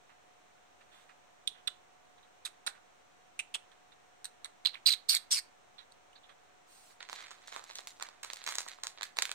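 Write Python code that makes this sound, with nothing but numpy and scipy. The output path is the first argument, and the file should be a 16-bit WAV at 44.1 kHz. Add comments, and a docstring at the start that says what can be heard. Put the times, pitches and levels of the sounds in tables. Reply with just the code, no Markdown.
"""Dog eating kibble beside a crinkling bag

A quiet room: a dog lying on the carpet cracks and grinds dry kibble and sniffs twice; then a bag crinkles close by.
Kibble is damped rings of mouth, jaw and teeth, single or in dense showers; sniffs are shaped noise.
The bag is short noise snaps and showers of ticks; the room is hiss and a faint appliance tone.
A phone hears it through two unlike ports (left, right), with one wall echo of the bag and a diffuse tail.
"""
import sys
import numpy as np
from scipy import signal
from scipy.fft import rfft, irfft, next_fast_len
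from scipy.io import wavfile
from scipy.ndimage import map_coordinates

SR = 44100
rng = np.random.default_rng(int(sys.argv[2]) if len(sys.argv) > 2 else 0)


def output_pcm(signal):
    """Save a mono or channel-first signal as 16-bit PCM at the path in sys.argv[1].

    Samples are clipped to [-1, 1] before scaling.
    """
    pcm = np.clip(np.atleast_2d(signal).T, -1, 1) * 32767
    wavfile.write(sys.argv[1], SR, np.round(pcm).astype(np.int16))


N = 411894  # samples


def amp(db):
    """Amplitude factor of a level in dB."""
    return 10 ** (np.asarray(db) / 20)


def unit(x):
    """x scaled to rms 1."""
    return x / np.sqrt(np.mean(x ** 2) + 1e-20)


def level(x, gate):
    """x gated, with rms 1 over the open stretches."""
    return x * gate / np.sqrt(np.mean(x[gate > 0] ** 2))


def along(points, hz):
    """Interpolates (frequency [Hz], value) points on a log frequency axis."""
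    point_hz, value = np.transpose(points)
    return np.interp(np.log(hz + 1), np.log(point_hz + 1), value)


def filtered(x, response):
    """x passed through a complex response of frequency."""
    size = next_fast_len(N + 8192)
    spectrum = rfft(x, size) * response(np.fft.rfftfreq(size, 1 / SR))
    return irfft(spectrum, size)[..., :N]


def grains(s, hz, cycles, scatter, db, size=160):
    """One short damped ring per break, at a scattered pitch and random sign."""
    z = rng.standard_normal((len(s), 2))
    hz = np.clip(hz * np.exp(scatter * z[:, 0]), 150, 18000)[:, None]
    turns = hz * np.arange(size) / SR
    decay = np.exp(-turns / cycles)
    onset = 1 - np.exp(-turns / (.15 * cycles))
    fade_out = np.hanning(2 * size)[size:]
    signed_size = (amp(db) * np.sign(z[:, 1]))[:, None]
    rings = np.sin(2 * np.pi * turns) * decay * onset * signed_size * fade_out
    at = np.round(s * SR).astype(int)[:, None] + np.arange(size)
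    return np.bincount(at.ravel(), rings.ravel(), N + size)[:N]


def shower(gate, rate, spiky_db):
    """Random break times (rate per second) while the gate is open, with exponentially spread sizes in dB."""
    u = rng.random((round(rate * N / SR), 2))
    s = u[:, 0] * (N - 1) / SR
    db = spiky_db * np.minimum(-np.log(1 - u[:, 1]), 5)
    inside = gate[(s * SR).astype(int)] > 0
    return s[inside], db[inside]


def pressure(start, hold, attack_s, sag_db, release_db_s, count):
    """Rise, sagging hold and fall of each push: its row, progress 0-1, level dB under its top, and a gate around it."""
    t = np.arange(N) / SR
    row = np.maximum(np.searchsorted(start, t) - 1, 0)
    attack_s = np.broadcast_to(attack_s, start.shape)[row]
    age = t - start[row] - attack_s  # seconds since the rise ended
    progress = np.clip(age / hold[row], 0, 1)
    rise_db = 20 * np.log10(np.clip(1 + age / attack_s, 1e-5, 1))
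    fall_db = release_db_s * np.maximum(age - hold[row], 0)
    under_db = rise_db - sag_db[row] * progress - fall_db
    # slots of 25 ms, open from the start until count slots past the hold
    slot = np.arange(N * 40 // SR + 1)[:, None]
    begun = slot >= np.floor(start * 40)
    unfinished = slot <= np.floor((start + hold) * 40) + count
    gate = (begun & unfinished).any(axis=1)
    return row, progress, under_db, 1. * gate[np.arange(N) * 40 // SR]


# Colour of the room hiss: (frequency [Hz], relative level [dB per Hz])
AIR_COLOUR = [(20, -23), (40, -16.5), (75, -13), (222, -13.5), (742, -6), (1360, -9.5), (2500, -14.5),
              (4100, -19), (4900, -25.5), (5800, -19), (8500, -24), (11000, -39.5), (13000, -37),
              (16400, -32)]
# How alike the hiss is at the two ports: (frequency [Hz], likeness [-1 to 1])
AIR_LIKENESS = [(40, 0), (70, -.25), (130, -.55), (290, -.4), (640, -.15), (1400, 0), (15000, 0)]
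# Hiss at the left port against the right: (frequency [Hz], left minus right [dB])
AIR_BALANCE = [(60, 6), (180, -0.5), (550, 1.5), (1650, -1.5), (4970, -0.5), (15000, 3)]
# Faint appliance tone: (frequency [Hz], mean rms level [dB], left minus right [dB], left lead [rad])
APPLIANCE_TONE = (728, -74, -13, 2)
AIR_DB = -66.5  # hiss common to both ports, before the balance


def air():
    """Room hiss, opposed between the ports in the bass, under a tone wavering slightly in phase and level."""
    half_angle = lambda hz: np.arccos(np.clip(along(AIR_LIKENESS, hz), -1, 1)) / 2
    colour = lambda hz: amp(along(AIR_COLOUR, hz))
    noise_a, noise_b = rng.standard_normal((2, N))
    mid = filtered(noise_a, colour)
    side = filtered(noise_b, lambda hz: colour(hz) * np.tan(half_angle(hz)))
    pair = np.array([mid + side, mid - side]) / np.std(mid)
    hiss = filtered(pair, lambda hz: amp(np.outer([.5, -.5], along(AIR_BALANCE, hz))))

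    tone_hz, tone_db, balance_db, lead = APPLIANCE_TONE
    knot = np.arange(N) * 5 / SR  # five random knots a second
    phase_waver, level_waver = [map_coordinates(k, [knot]) for k in rng.standard_normal((2, 64))]
    phase = 2 * np.pi * tone_hz * np.arange(N) / SR + 0.81 * phase_waver + np.array([[lead], [0]])
    port_db = tone_db + 1.0 * level_waver + np.array([[.5], [-.5]]) * balance_db
    tone = np.sqrt(2) * amp(port_db) * np.sin(phase)
    return amp(AIR_DB) * hiss + tone


# The jaw crushing crumbs; levels at the mouth, before the path to the phone; parts relative to the mouth ring:
# (start [s], hold [s], level [dB], loss over the hold [dB], mouth pitch at start [Hz], at end [Hz],
#  thud at mid-hold [dB], teeth [dB], edge [dB])
BITES = [(0.089, 0.038, -70.5, 12, 2530, 2570, 11.5, -15, -30),
         (0.806, 0.029, -65, 21, 2400, 2370, 10, -15, -30),
         (0.91, 0.12, -66.5, 9, 3250, 3410, 4.5, -28, -38),
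         (1.087, 0.028, -63.5, 13, 2600, 2500, 10, -10.5, -40),
         (1.473, 0.023, -46, 21, 3600, 3520, -27.5, -3, -30),
         (1.542, 0.056, -68, 2, 3150, 3050, 3.5, -21.5, -35),
         (1.673, 0.0102, -29.5, 30, 3650, 3620, -3, -8.5, -29),
         (2.175, 0.016, -71, 9.5, 3700, 3625, 2, -12, -30),
         (2.226, .03, -67.5, 14, 3584, 3460, -7, -18, -30),
         (2.449, 0.027, -44, 15, 3800, 3515, -1.5, 1, -19),
         (2.664, 0.029, -44, 20, 3530, 3640, 5.5, 6, -18.5),
         (2.747, .028, -68, 9.5, 2600, 2480, 10, -12, -27),
         (3.391, 0.018, -38, 21.5, 2814, 2660, -22, -8, -42),
         (3.541, .03, -33, 38, 3000, 3060, -10, -6.5, -40),
         (3.713, 0.0196, -64, 21, 3600, 3420, 6, -8, -36),
         (3.917, .016, -62.5, 13.5, 3650, 3590, 3, -20, -34), (4.244, .025, -51, 18, 4230, 4020, 1, 2, -14),
         (4.443, 0.012, -55, 5.5, 3620, 3720, 4.5, -1, -20),
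         (4.652, .04, -28.5, 24, 3750, 4166, -18.5, -15.5, -31.5),
         (4.736, .035, -49.5, 12.5, 3000, 2260, 0.5, -22, -33.5),
         (4.856, .036, -29, -3, 4250, 4590, -28, -9, -22),
         (4.898, 0.038, -33, 4.5, 4150, 3827, -20.5, -7.5, -22.5),
         (5.085, .078, -27.5, 10.5, 4750, 4218, -22.5, -3, -16.5),
         (5.305, .078, -30.5, 7, 5610, 4605, -19, -3, -22),
         (5.78, 0.043, -52, 18.5, 3700, 3730, 0, -20, -44),
         (5.914, 0.0062, -75, 4, 4420, 4390, -9, -5.5, -21),
         (6.126, 0.00763, -67, 9, 2940, 2970, -2, -8, -27),
         (6.153, 0.027, -60, 13.5, 3990, 3920, -3, -20, -42),
         (6.232, 0.042, -63, 16, 3420, 3500, -12, -22, -36),
         (6.288, 0.036, -61, 17, 3570, 3316, 7, -14, -34), (6.9, .02, -67, 10, 4200, 4100, 6, -20, -34)]
# Rings of thud, teeth, edge, crumbs, cheek: (central pitch [Hz], decay [cycles], pitch scatter [log ratio])
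JAW_RINGS = [(1560, 0.75, 0.33), (8550, 7.7, 0.051), (12530, 6.5, 0.022), (6095, 1.6, 0.13),
             (2782, 5.2, 0.06)]
BITE_ATTACK_S, BITE_RELEASE_DB_S = 0.0049, 1500  # shortest rise; fall in dB per second after the hold
SLOW_START = .06  # a longer bite rises slower: share of its hold added to the rise
THUD_LINGERS = .4  # share of the fading that the thud does not follow
CHEEK_SINKS = 0.55  # share by which the cheek's pitch falls over a bite


def grind():
    """Under steady pressure the crumbs break in a dense shower, every break sounding in all parts."""
    start, hold, level_db, loss_db, from_hz, to_hz, thud_db, teeth_db, edge_db = np.transpose(BITES)
    attack_s = BITE_ATTACK_S + SLOW_START * hold
    row, progress, under_db, gate = pressure(start, hold, attack_s, loss_db, BITE_RELEASE_DB_S, count=1)
    s, db = shower(gate, rate=3500, spiky_db=2)
    at = (s * SR).astype(int)
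    thud, teeth, edge, crumbs = [level(grains(s, *ring, db, size=128), gate) for ring in JAW_RINGS[:-1]]

    cheek_hz, *cheek_ring = JAW_RINGS[-1]
    cheek_hz = cheek_hz * (1 + CHEEK_SINKS * (.5 - progress[at]))
    cheek = level(grains(s, cheek_hz, *cheek_ring, db, size=128), gate)

    mouth_hz = from_hz[row] + (to_hz - from_hz)[row] * progress  # glides over the bite
    mouth = level(grains(s, mouth_hz[at], 6.5, .045, db), gate)

    thud = amp(thud_db[row] + THUD_LINGERS * loss_db[row] * (progress - .5)) * thud
    teeth = amp(teeth_db)[row] * (teeth + amp(-3.5) * crumbs)
    edge = amp(edge_db)[row] * edge
    return amp(level_db[row] + under_db) * (mouth + thud + teeth + edge + amp(-10) * cheek)


# Draws of air, before the path to the phone: (start [s], hold [s], level [dB], loss over the hold [dB])
SNIFFS = [(0.881, 0.079, -71, 4), (6.656, .19, -61.5, 3)]
# Colour of the breath in the nostrils: (frequency [Hz], relative level [dB per Hz])
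NOSE_COLOUR = [(1470, -28), (2500, -5), (3720, -8), (4140, -4), (6060, -3.5), (8200, 3), (11600, -16),
               (14900, -18), (16000, -15)]
SNIFF_ATTACK_S, SNIFF_RELEASE_DB_S = 0.077, 300


def sniff():
    """Air drawn through the nostrils: smooth high hiss."""
    start, hold, level_db, loss_db = np.transpose(SNIFFS)
    row, _, under_db, _ = pressure(start, hold, SNIFF_ATTACK_S, loss_db, SNIFF_RELEASE_DB_S, count=8)
    breath = unit(filtered(rng.standard_normal(N), lambda hz: amp(along(NOSE_COLOUR, hz))))
    return amp(level_db[row] + under_db) * breath


# Single breaks of a pellet; level before the trims below, thud and teeth relative to it:
# (time [s], level [dB], mouth resonance [Hz], thud [dB], teeth [dB])
CRACKS = [(1.4738, -28, 3440, -37, 1.5), (1.4764, -20.5, 3520, -40, -10), (1.482, -30, 3487, -21, -10),
          (1.675, -31, 3397, -32, 1), (1.6788, -21.5, 3600, -38.5, -20), (1.683, -30, 3470, -18, -19),
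          (2.4515, -36, 4094, -24, 5), (2.4624, -43, 4060, -16, 10), (2.4657, -36, 2570, -13, -21),
          (2.6647, -36, 3883, 0, 10), (2.6713, -34, 2410, -15, -14), (2.674, -27, 3930, -3.5, -8),
          (2.6776, -33, 4200, 11.5, -17), (3.392, -28.5, 2568, -17, 2), (3.3951, -26.5, 2590, -15, -17),
          (3.3988, -28.5, 2637, -17.5, 4.5), (3.4049, -32.5, 2710, -12, -6.5), (3.5413, -33, 3130, -27, -1),
          (3.5514, -34, 3440, -5.5, -26), (3.5546, -31, 3300, -5, -3), (4.2446, -40.5, 3910, -3, 10),
          (4.2541, -36, 3950, -3, 5), (4.4456, -37, 3920, -20, 5.5), (4.4579, -43.5, 3750, 6, 4),
          (4.65, -29, 3933, -5.5, -3), (4.657, -16, 3425, -27, -24), (4.661, -15.5, 4020, -25.5, -25),
          (4.6714, -21.5, 4440, -9.5, -15.5), (4.7335, -47, 4146, -12.5, -24),
          (4.744, -39.5, 3840, -5.5, -24.5), (4.747, -36.5, 3420, -12, -29.5),
          (4.7545, -35.5, 2240, -15, -28), (4.864, -17.5, 3770, -27, -14), (4.8688, -17.5, 4275, -27, -7.5),
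          (4.8711, -17, 4660, -36, -4), (4.8746, -14, 4640, -30, -17.5), (4.8785, -20, 4430, -22, -14),
          (4.8872, -22.5, 4040, -24.5, -10.5), (4.9005, -25, 3700, -22, -16.5),
          (4.9257, -18.5, 4290, -32.5, -5), (4.9373, -26, 3500, -24, -17.5),
          (5.0904, -32, 4440, -27.5, -14.5), (5.0948, -16.5, 4610, -28, -6.5),
          (5.1041, -25.5, 4992, -31, -7), (5.111, -21, 5130, -22, -7), (5.125, -24.5, 4630, -21.5, -5.5),
          (5.144, -24.5, 4100, -5, -24), (5.1495, -20, 4720, -17, 3), (5.1679, -27, 3500, -19.5, -14),
          (5.3143, -26.5, 4400, -29, -1), (5.3209, -23, 5340, -45, 3), (5.3245, -25, 5560, -37.5, 3),
          (5.3287, -23, 5570, -20.5, 6), (5.337, -23, 5510, -23, -8), (5.344, -24, 5610, -21.5, -8.5),
          (5.3824, -36, 5060, -36, -12), (5.7855, -48, 3620, -14, -27), (5.7908, -47, 3950, -13.5, -13),
          (5.9218, -52, 4120, -15, 2.5)]


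def cracks():
    """Each break rings the mouth cavity once, with short clusters of thud, teeth, edge and crumb rings."""
    s, db, mouth_hz, thud_db, teeth_db = np.transpose(CRACKS)
    start, *_, edge_db = np.transpose(BITES)
    edge_db = edge_db[np.searchsorted(start, s + BITE_ATTACK_S) - 1]  # edge level of the latest bite
    thud, teeth, edge, crumbs, _ = JAW_RINGS
    mouth = grains(s, mouth_hz, 5, 0.015, db + 5.0)
    cluster = np.repeat(s, 3) + 0.0013 * rng.random((len(s), 3)).ravel()  # three rings within 1.3 ms
    parts = [(thud, thud_db + 2.5), (teeth, teeth_db + 1), (edge, edge_db), (crumbs, teeth_db - 3.0)]
    pings = sum(grains(cluster, *ring, np.repeat(db + part_db, 3), size=128) for ring, part_db in parts)
    return mouth + pings


# Colour of the bag's film: (frequency [Hz], gain [dB])
FILM_COLOUR = [(200, -28), (400, -8), (1000, 6), (2000, 3), (2900, -3.5), (4000, 4), (5200, -3), (7000, 2),
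               (9500, -5.5), (11200, -14.5), (13000, -14), (16000, -18.5)]


def film(low, middle, high, top):
    """Four ranges of broad ticks joined and given the colour of the bag."""
    above = lambda hz, edge_hz: hz ** 4 / (hz ** 4 + edge_hz ** 4)
    steps = lambda hz: [1 + 0 * hz, above(hz, 1724), above(hz, 4330), above(hz, 7300), 0 * hz]
    bands = lambda hz: -np.diff(steps(hz), axis=0)  # what lies between neighbouring edges
    ranges = np.array([low, middle, high, top])
    return filtered(ranges, lambda hz: bands(hz) * amp(along(FILM_COLOUR, hz))).sum(axis=0)


# Squeezes of the bag; crackle before the film's colour, panels and treble relative to it and before trims:
# (start [s], hold [s], crackle [dB], loss over the hold [dB], panels [dB], treble [dB])
SQUEEZES = [(7.001, 0.074, -46.5, 12, -17, -18), (7.093, .06, -54, -4.5, -22, -2),
            (7.166, 0.088, -47.5, 1, -5, -7.5), (7.236, 0.054, -47.5, 7.5, -13, -12),
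            (7.311, 0.044, -48, 13.5, -9, -6), (7.38, 0.095, -65, -3.5, -5, -5),
            (7.472, 0.055, -49, 12, -12, 0), (7.518, .12, -49.5, 11.5, -1.5, -1.5),
            (7.676, .065, -57.5, -2, -18, -3), (7.753, .1, -48, 15.5, -10, 1.5),
            (7.871, 0.067, -48.5, 19, -17, 4.5), (8.008, 0.1216, -44.5, 20.5, -3.5, -9),
            (8.232, 0.054, -44.5, 12, -6.5, 0), (8.297, 0.23, -52, 5, -13, -6.5),
            (8.463, 0.085, -41, 8, -7.5, 1), (8.582, 0.0805, -41, 21.5, -11, 5.5),
            (8.676, 0.093, -45.5, 17.5, -14.5, -5.5), (8.833, 0.017, -46.5, 12, 5, 5.5),
            (8.87, 0.072, -47.5, 23, -26, 1.5), (8.978, 0.023, -49, 12, -4, -28.5),
            (9.029, 0.0766, -40.5, 27.5, -19.5, -1.5), (9.162, .043, -51.5, -5, -11, -4),
            (9.233, 0.087, -46, 6.5, -30, -2), (9.313, 0.0137, -47, 13.5, -14, -7.5)]
SQUEEZE_ATTACK_S, SQUEEZE_RELEASE_DB_S = 0.0013, 86.5


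def rustle():
    """Many small creases give way while the bag is squeezed."""
    start, hold, crackle_db, loss_db, panels_db, treble_db = np.transpose(SQUEEZES)
    row, _, under_db, gate = pressure(start, hold, SQUEEZE_ATTACK_S, loss_db, SQUEEZE_RELEASE_DB_S, count=5)
    s, db = shower(gate, rate=1700, spiky_db=3)
    ticks = np.bincount((s * SR).astype(int), amp(db) * rng.choice([-1, 1], len(s)), N)
    ticks = amp(crackle_db[row] + under_db) * level(ticks, gate)
    panels = amp(panels_db + 6.5)[row] * ticks
    treble = amp(treble_db + 5.0)[row] * ticks
    top = amp(treble_db)[row] * ticks
    return film(panels, amp(5.0) * ticks, treble, top)


# Snaps of the bag; level before trims and the film's colour, the other parts relative to it:
# (time [s], level [dB], panel [dB], treble [dB], top [dB])
SNAPS = [(7.0037, -48, -8, -21, -33), (7.0083, -36.5, -9, -17, -41), (7.028, -30, -17.5, -14, -41),
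         (7.089, -34.5, -17, -11, -46), (7.0975, -37.5, -3, 3, -33), (7.1298, -32, -4.5, -2, -15),
         (7.16, -34.5, -22, -14, -26.5), (7.1911, -51, -8, -10, -26), (7.2167, -48, -13.5, -10.5, -22),
         (7.236, -45, -14, -18, -32), (7.3078, -46.5, -1, 9, -29), (7.314, -41, -6, -12.5, -31),
         (7.475, -51, -11, 13, -6), (7.4816, -41.5, -4, -16, -20), (7.5255, -33.5, -9, -23, -22),
         (7.5331, -39, -18.5, -13, -29), (7.5487, -46, -3, -18.5, -26), (7.563, -35, 1, -2, -15),
         (7.584, -43, -5, -11, -19), (7.5951, -40.5, -4, -4, -26), (7.6404, -50, 3, 8, 5),
         (7.695, -40, -16, -11, -20), (7.7005, -37, -7.5, -6.5, -31), (7.7106, -34.5, -15, -9, -33),
         (7.7553, -38, -17, 11.5, -19), (7.786, -35, -24, 4.5, -16), (7.7913, -40.5, 0, -4.5, -16),
         (7.8726, -31, -14, -21.5, -6.5), (7.999, -38, -9, -1.5, -37), (8.0172, -41.5, -5, -12, -38),
         (8.0247, -25.5, -12, 0, -11.5), (8.0697, -44, -16.5, -11, -22), (8.0882, -45.5, 0, 10.5, -28),
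         (8.2308, -45, -5, -6, 5), (8.247, -32.5, -9.5, -7, -10.5), (8.3016, -25, -15.5, -26, -26.5),
         (8.3338, -29.5, -12, -3, -7), (8.3597, -38.5, -31, -13.5, -5.5), (8.37, -36, -21, -23, -12),
         (8.417, -34.5, -14, -23, -38), (8.4405, -41, -11, 9, -7.5), (8.4644, -27, -14, 0, -15.5),
         (8.4759, -22.5, -13.5, -11, -17.5), (8.4894, -27.5, -8.5, 0.5, -14), (8.5103, -46, -7, -1, 6.5),
         (8.523, -28, -12, -15, -11.5), (8.5394, -36, -16, -14, -20), (8.5542, -29, -12, 4, -6),
         (8.5842, -27, -8.5, 8.5, -11), (8.6057, -34, -6, 0.5, -5.5), (8.665, -48, 7, -9.5, -34),
         (8.679, -44.5, -6, 7.5, -14), (8.6859, -35, -27.5, 2, -7), (8.7164, -36, -15.5, -8.5, -22.5),
         (8.734, -42, -17, -17, -33.5), (8.787, -52, 4.5, -23, -31), (8.836, -35.5, -6, 13.5, -6),
         (8.8696, -30.5, -12.5, 8, -11), (8.9757, -37, -12, -27.5, -48), (8.9852, -35, -15, -33.5, -43),
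         (9.0108, -26.5, -13, -15, -28.5), (9.0215, -27, -17, -15.5, -26.5), (9.0316, -20.5, -37, -33, -13),
         (9.1698, -28.5, -14, -10, -15), (9.1873, -11.5, -17.5, -27, -18), (9.2059, -39.5, -21, -20, -30),
         (9.2223, -14.5, -24, -3, -13.5), (9.2255, -22.5, -11.5, -2.5, -10.5), (9.2542, -21, -33, -18, -11),
         (9.2938, -26.5, -15, -22.5, -28), (9.3156, -19, -23.5, -25, -15)]


def snaps():
    """A crease flips: a burst of noise two milliseconds long, and one push of the panel beside it."""
    s, db, panel_db, treble_db, top_db = np.transpose(SNAPS)
    t = np.arange(-40, 160) / SR
    shape = np.exp(-np.abs(t) / np.where(t < 0, .0003, .001))
    noise = shape * rng.standard_normal((len(s), len(t)))
    spectrum = rfft(noise)
    even = irfft(spectrum / np.abs(spectrum), len(t))  # every frequency equally present
    burst = np.sqrt(shape) * even
    push = shape ** 5 * np.sign(burst[:, :1])
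    at = (np.round(s * SR).astype(int)[:, None] + np.arange(len(t)) - 25).ravel()

    def train(form, part_db):
        """All snaps of one part, each scaled to its own energy."""
        sized = amp(db + part_db)[:, None] * form / np.linalg.norm(form, axis=1, keepdims=True)
        return np.bincount(at, sized.ravel(), N + len(t))[:N]

    panel, middle = train(push, panel_db + 21.0), train(burst, 19.24)
    treble, top = train(burst, treble_db + 22.0), train(burst, top_db + 28.0)
    return film(panel, middle, treble, top)


def ports(x, balance, lead, small_hz, sway):
    """A source at the two ports: level and phase differ with frequency, the path to the left sways (samples)."""
    half = lambda hz: amp(along(balance, hz) / 2) * np.exp(.5j * np.interp(hz, *np.transpose(lead)))
    small = lambda hz: (1j * hz / (small_hz + 1j * hz)) ** 2  # a small source gives little bass
    left, right = filtered(x, lambda hz: small(hz) * np.array([half(hz), 1 / half(hz)]))
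    knots = rng.standard_normal(N // 2000 + 4)
    shift = sway * map_coordinates(knots, [np.arange(N) / 2000], order=1)
    return np.array([map_coordinates(left, [np.arange(N) + shift]), right])


# Decay of the room's diffuse tail: (frequency [Hz], time to fall 60 dB [s])
ROOM_DECAY = [(400, 0.49), (1300, 0.45), (3500, 0.2203), (9000, 0.2), (15000, 0.21)]


def room(x):
    """A diffuse tail per port, drawn anew every quarter second: near scatter, then a decay for each frequency."""
    wet, step = np.zeros((2, N + SR)), SR // 4
    for k in range(0, N, step):
        hz, t, z = signal.stft(rng.standard_normal((2, SR // 3)), SR, nperseg=128)
        decay = amp(-60 * t / along(ROOM_DECAY, hz)[:, None])
        near_scatter = amp(9 - 60 * t / .022)
        tail = signal.istft(z * (decay + near_scatter), SR, nperseg=128)[1]
        part = signal.fftconvolve(x[:, k:k + step], tail / np.linalg.norm(tail[0]), axes=1)
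        wet[:, k + 40:k + 40 + part.shape[1]] += part  # the tail starts 40 samples late
    return wet[:, :N]


# Dog and bag at the left port against the right: (frequency [Hz], left minus right [dB])
DOG_BALANCE = [(300, -2), (1000, -8), (2000, -10), (3000, -7), (4000, -18), (4800, -10), (5600, 10),
               (6500, 0.5), (7500, -3.5), (8800, 0.5), (10000, -9.5), (11500, -7), (13500, -24),
               (16000, -11.5)]
BAG_BALANCE = [(60, -10), (110, 1.0), (200, -31), (380, -6.5), (700, -6), (1290, -8.5), (2380, -9.5),
               (4400, -5.5), (8120, 3), (15000, -10)]
# Phase of dog and bag at the left port against the right: (frequency [Hz], left lead [rad])
DOG_LEAD = [(0, -1.5), (260, -2), (1980, -6), (2760, -5), (3190, -3.5), (5000, -5), (5510, -8),
            (6290, -11.5), (7320, -9.5), (10900, -17.5), (14600, -18), (15500, -13), (15800, -26),
            (16400, -21.5)]
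BAG_LEAD = [(0, -0.5), (400, 4.5), (1460, 0.5), (4500, -2), (16000, -8)]
WALL_S, WALL_DB = .0076, -23.5  # the nearest wall answers the bag


def scene():
    """Dog and bag at the phone, the wall's echo of the bag, the room's tail and the air."""
    dog = ports(cracks() + grind() + sniff(), DOG_BALANCE, DOG_LEAD, small_hz=534, sway=1.87)
    bag = ports(snaps() + rustle(), BAG_BALANCE, BAG_LEAD, small_hz=201, sway=4.68)
    late = np.pad(bag, [(0, 0), (round(WALL_S * SR), 0)])[:, :N]
    # the bag's reverberation starts around the wall echo
    tail = room(amp(-11.0) * dog + amp(-10.5) * np.roll(late, -70, axis=1))
    return dog + bag + amp(WALL_DB) * late + tail + air()


# Fade at the top of the range: (frequency [Hz], gain [dB])
TOP_FADE = [(14000, -0.5), (15500, -1.5), (15900, -10), (16500, -23)]
TOP_HZ = 16600  # band limit
OFFSET = -.0002  # converter offset, share of full scale


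def record(dry):
    """The sound fades at the top, nothing passes the band limit, and the converter sits slightly off zero."""
    return filtered(dry, lambda hz: amp(along(TOP_FADE, hz)) * (hz < TOP_HZ)) + OFFSET


dry = scene()
out = record(dry)
output_pcm(out)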